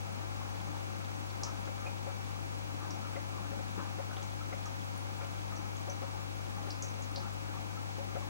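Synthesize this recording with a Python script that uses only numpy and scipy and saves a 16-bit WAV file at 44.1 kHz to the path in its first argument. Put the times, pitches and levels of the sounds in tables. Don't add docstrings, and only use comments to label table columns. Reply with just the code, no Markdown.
import sys
import numpy as np
from scipy import signal
from scipy.fft import rfft, irfft
from scipy.io import wavfile

SR = 44100
rng = np.random.default_rng(int(sys.argv[2]) if len(sys.argv) > 2 else 0)


def log_audio(samples):
    frames = np.atleast_2d(samples).T
    limited = np.clip(frames, -1, 1)
    pcm = np.round(limited * 32767).astype(np.int16)
    wavfile.write(sys.argv[1], SR, pcm)


N = 365588
TIME = np.arange(N) / SR


# multiple of the mains frequency, level/dB
PUMP_TONES = [(1, -63), (2, -47.5), (3, -63.5), (4, -64.5), (6, -79), (7, -74), (9, -71), (10, -68.5),
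              (11, -64.5), (15, -65), (16, -65), (17, -67.5), (19, -71), (27, -89), (29, -80), (32, -86.5),
              (33, -76), (42, -76.5), (45, -82), (46, -69.5), (49, -74.5), (52, -80), (53, -74),
              (55, -79.5)]


def pump(mains_hz=50.0125, rotor_hz=48.995, rotor_db=-67):
    out = -tone(rotor_hz, rotor_db)
    for multiple, db in PUMP_TONES:
        hz = multiple * mains_hz
        waver_db = -0.05 + 1.5 * hz / (hz + 800)
        start_cycles = (multiple - 1) * rng.random()
        out += tone(hz, db + waver_db * drift(per_s=5), start_cycles)
    return out


# t/s, hold/s, swell/dB, f/Hz of the big bubble that drips() plays
FLOW_SURGES = [(.411, 0.36, 4.5, 1096), (1.43, 0.067, 7, 1170), (2.82, 0.23, 5.5, 1200),
               (3.38, .06, 2, 1100), (3.79, 0.043, 10.5, 1145), (4.11, .04, 2.5, 1490),
               (4.411, .01, 0, 1340), (4.66, .03, 5, 1235), (5.208, .01, 2, 1377), (5.52, 0.11, 5.5, 1234),
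               (6.58, .1, 3, 800), (7.231, 0.055, 4.5, 1230), (7.54, 0.032, 3.5, 1130),
               (7.77, .01, 0, 1305), (8.22, .04, 2, 1090)]


def outflow_db(steady_db=-57, uneven_db=1.0, attack_s=0.057, ebb_s=0.039):
    level = steady_db + uneven_db * drift(per_s=7)
    for s, hold_s, swell_db, _ in FLOW_SURGES:
        attack = np.clip(1 + (TIME - s) / attack_s, 0, 1)
        ebb = np.exp(-np.maximum(TIME - s - hold_s, 0) / ebb_s)
        level += swell_db * attack * ebb
    return level


# f/Hz, relative level/dB
BUBBLE_LEVELS = [(170, -1), (205, -9), (240, -5), (285, -3), (350, -1), (470, -21.5), (640, -8.5),
                 (770, 3.5), (1000, -1.5), (1280, 1), (1550, -8), (1800, -10.5)]
# t/s, gain/dB
DEEP_CHURN = [(0, -1), (2.5, -1), (2.9, 3), (4.1, 3), (4.45, -1)]


def burble(per_s=520, spread_db=3.0, sharpness=12, pitches=30, deep_below_hz=450):
    strengths = np.minimum(rng.exponential(1, N), 3.5)
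    signs = rng.choice([-1, 1], N)
    births = np.flatnonzero(rng.random(N) < per_s / SR)
    pitch_index = rng.integers(0, pitches, N)[births]
    churn = from_db(np.interp(TIME, *np.transpose(DEEP_CHURN)))
    out = np.zeros(N)
    for k, hz in enumerate(np.geomspace(170, 1800, pitches)):
        at = births[pitch_index == k]
        clicks = np.zeros(N)
        clicks[at] = signs[at] * from_db(spread_db * strengths[at] * np.sqrt(hz / 1000))
        soft = resonate(clicks, hz, hz)
        ringing = rms_one(resonate(soft, hz, hz / sharpness))
        out += from_db(at_hz(BUBBLE_LEVELS, hz)) * ringing * (churn if hz < deep_below_hz else 1)
    return from_db(outflow_db()) * rms_one(echoes(out, glass_db=-4.5, room_db=3.0))


# t/s, relative level/dB, thump gain/dB, splash gain/dB
AIR_GULPS = [(1.425, -49, 0, -14), (1.676, -48, -23, -6), (1.861, -47.5, -13, -10), (2.065, -45, -13, -20),
             (3.156, -44, -3, -15), (3.516, -46.5, -7, -21), (3.589, -49.5, -19, -14), (3.779, -45, 3, -12),
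             (3.985, -44, -3, -9), (4.166, -51.5, -1, -7), (4.524, -47, -20, -8), (5.214, -48.5, 0, -4),
             (5.877, -44, -14, -20), (6.02, -47, -17, -4.5), (6.671, -48, 0, -12), (6.824, -53, -19, -14),
             (6.984, -52.5, -8, -4), (7.159, -50, -10, -15), (7.983, -46, -10, -23),
             (8.154, -42.5, -14, -28)]
# f/Hz, width/Hz, relative level/dB
OUTLET_NOTES = [(295, 150, 4), (558, 34, 6.5), (741, 46, 2.5)]


def gulps(burst_s=0.0212, glide_hz=(450, 635), knock_hz=420, gain_db=6.0):
    out, t = np.zeros(N), TIME[:SR // 3]
    glug = glide(np.interp(t, [0, burst_s], glide_hz))
    knock = from_db(-4) * np.sin(2 * np.pi * knock_hz * t) * fade(t, 0.016)
    for s, db, thump_db, splash_db in AIR_GULPS:
        flutter, splash = rng.standard_normal((2, len(t)))
        flutter = band(flutter, 530, 1200, 560, 1400)
        splash = from_db(splash_db - 5) * band(splash, 900, 1300, 990, 1500) * fade(t, 0.11)
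        push = (glug + from_db(-6) * flutter) * np.exp(-(t / burst_s) ** 6)
        thump, *notes = [from_db(note_db) * band(push, hz, width, hz, hz / 2)
                         for hz, width, note_db in OUTLET_NOTES]
        ring = sum(notes) + from_db(5) * rms_one(push)
        gulp = (ring + from_db(thump_db) * thump) / np.abs(ring).max() + knock + splash
        add(out, s, from_db(db + gain_db) * echoes(gulp, glass_db=-23, room_db=-6.5))
    return out


# t/s, f/Hz, relative level/dB,
# ring length/cycles
WATER_DROPS = [(1.046, 3600, -44, 5), (1.3, 4200, -43, 6), (1.4342, 5660, -23.5, 9.9),
               (1.863, 2465, -40, 85), (2.907, 5640, -34, 12), (3.161, 2070, -44.5, 75),
               (4.167, 3320, -39.5, 12), (4.2282, 6320, -37, 8.2), (4.526, 2090, -44.5, 45),
               (4.657, 6100, -37, 14), (4.977, 9700, -42.5, 12), (5.218, 2310, -47, 35),
               (5.565, 5900, -39.5, 25), (5.7673, 6600, -41, 14), (5.898, 6000, -35, 57),
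               (6.705, 4950, -31, 13), (6.824, 6300, -27.5, 20), (6.884, 6060, -41, 30),
               (7.021, 6600, -38, 15), (7.160, 4560, -28.5, 10)]


def drips(rise=0.011, onset_cycles=0.86, gain_db=4.0, big_db=-45, big_cycles=41):
    out, t = np.zeros(N), TIME[:SR // 3]
    big_bubbles = [(s, hz, big_db, big_cycles) for s, _, _, hz in FLOW_SURGES]
    for s, hz, db, cycles in list(WATER_DROPS) + big_bubbles:
        ring_s = cycles / hz
        pitch_hz = hz * (1 + rise * np.minimum(t / ring_s, 1))
        onset = 1 - np.exp(-(hz * t / onset_cycles) ** 2)
        plink = glide(pitch_hz) * onset * fade(t, ring_s)
        plink = resonate(plink, hz, hz / 2)
        plink /= np.abs(plink).max()
        heard = echoes(plink, glass_db=2, room_db=0.5, glass_fade_s=0.034)
        heard *= np.linalg.norm(plink) / np.linalg.norm(heard)
        add(out, s, from_db(db + gain_db) * heard)
    return out


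def spatter(per_s=60, spread_db=3.5, level_db=-69, pitches=10):
    out = np.zeros(N)
    for hz in np.geomspace(2900, 9000, pitches):
        bursts = rng.random(N) < per_s / pitches / SR
        strengths = from_db(spread_db * np.minimum(rng.exponential(1, N), 3))
        out += resonate(bursts * strengths, hz, hz / 5) / hz
    return from_db(level_db) * rms_one(echoes(out, glass_db=12, room_db=5))


# f/Hz, level/dB per Hz
WASH_SPECTRUM = [(22, -106), (40, -85), (70, -87), (130, -86.5), (175, -82.5), (300, -79), (440, -91),
                 (800, -87.5), (1250, -87.5), (1850, -97.5), (2300, -92), (3100, -98.5), (6700, -97),
                 (8300, -103.5), (15000, -111)]


def wash():
    return noise(WASH_SPECTRUM)


# f/Hz, level/dB per Hz
SIDE_HISS_SPECTRUM = [(22, -76), (40, -71), (300, -79.5), (1000, -79), (2300, -85.5), (5000, -92.5),
                      (8000, -96.5), (15000, -109)]


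def side_channel(mid, bass_db=5.0, treble_db=-14, split_hz=750):
    bass = signal.lfilter(*signal.butter(1, split_hz, fs=SR), mid)
    return from_db(bass_db) * bass + from_db(treble_db) * (mid - bass) + noise(SIDE_HISS_SPECTRUM)


# f/Hz, level/dB on the right
WHISTLE_TONES = [(15733.7, -68.8), (15748, -74.8)]


def whistle(left_db=-8):
    return sum(tone(hz, db) for hz, db in WHISTLE_TONES) * from_db([[left_db], [0]])


# f/Hz, width/Hz, level/dB
HISS_BANDS = [(5810, 140, -87), (6220, 74, -70.5), (7900, 33, -91)]


def singing_hiss():
    return sum(from_db(db) * band(rng.standard_normal(N), hz, width, hz, 4 * width)
               for hz, width, db in HISS_BANDS)


def echoes(x, glass_db, room_db, glass_fade_s=0.054, room_fade_s=0.23):
    t = TIME[:SR // 2]
    paths = np.zeros(len(t))
    for db, fade_s, delay_s in (glass_db, glass_fade_s, .001), (room_db, room_fade_s, .008):
        tail = rng.standard_normal(len(t)) * fade(t, fade_s) * (t > delay_s)
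        paths += from_db(db) * tail / np.linalg.norm(tail)
    return x + signal.fftconvolve(x, paths)[:len(x)]


def resonate(x, hz, width_hz):
    r = np.exp(-np.pi * width_hz / SR)
    feedback = [1, -2 * r * np.cos(2 * np.pi * hz / SR), r * r]
    return signal.lfilter(np.array([1, 0, -1]) * (1 - r * r) / 2, feedback, x + 1e-18)


def band(x, hz, width_hz, second_hz, second_width_hz):
    return rms_one(resonate(resonate(x, hz, width_hz), second_hz, second_width_hz))


def noise(spectrum):
    gain = from_db(at_hz(spectrum, np.arange(N // 2 + 1) * SR / N)) * np.sqrt(SR / 2)
    return irfft(rfft(rng.standard_normal(N)) * gain, N)


def tone(hz, db, start_cycles=0):
    return np.sqrt(2) * from_db(db) * np.sin(2 * np.pi * (hz * TIME + start_cycles))


def glide(hz):
    return np.sin(2 * np.pi * np.cumsum(hz) / SR)


def fade(t, fade_s):
    return from_db(-60 * t / fade_s)


def drift(per_s):
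    points = rng.standard_normal(int(per_s * N / SR) + 2)
    return rms_one(np.interp(TIME * per_s, np.arange(len(points)), points))


def at_hz(points, hz):
    known_hz, values = np.transpose(points)
    return np.interp(np.log(np.maximum(hz, 1)), np.log(known_hz), values)


def add(track, s, sound):
    start = round(s * SR)
    track[start:start + len(sound)] += sound[:N - start]


def from_db(db):
    return 10 ** (np.asarray(db) / 20)


def rms_one(x):
    return x / np.sqrt(np.mean(x ** 2) + 1e-20)


def scene():
    mid = pump() + burble() + gulps() + spatter() + singing_hiss() + wash()
    side = side_channel(mid)
    plinks = drips()
    plink_echoes = echoes(plinks, glass_db=5, room_db=-23) - plinks
    side += from_db(-15) * plink_echoes
    return mid + plinks + side * [[1], [-1]] + whistle()


def record(dry, cutoff_hz=15900):
    return signal.sosfilt(signal.ellip(12, .1, 80, cutoff_hz, fs=SR, output="sos"), dry)


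dry = scene()
out = record(dry)
log_audio(out)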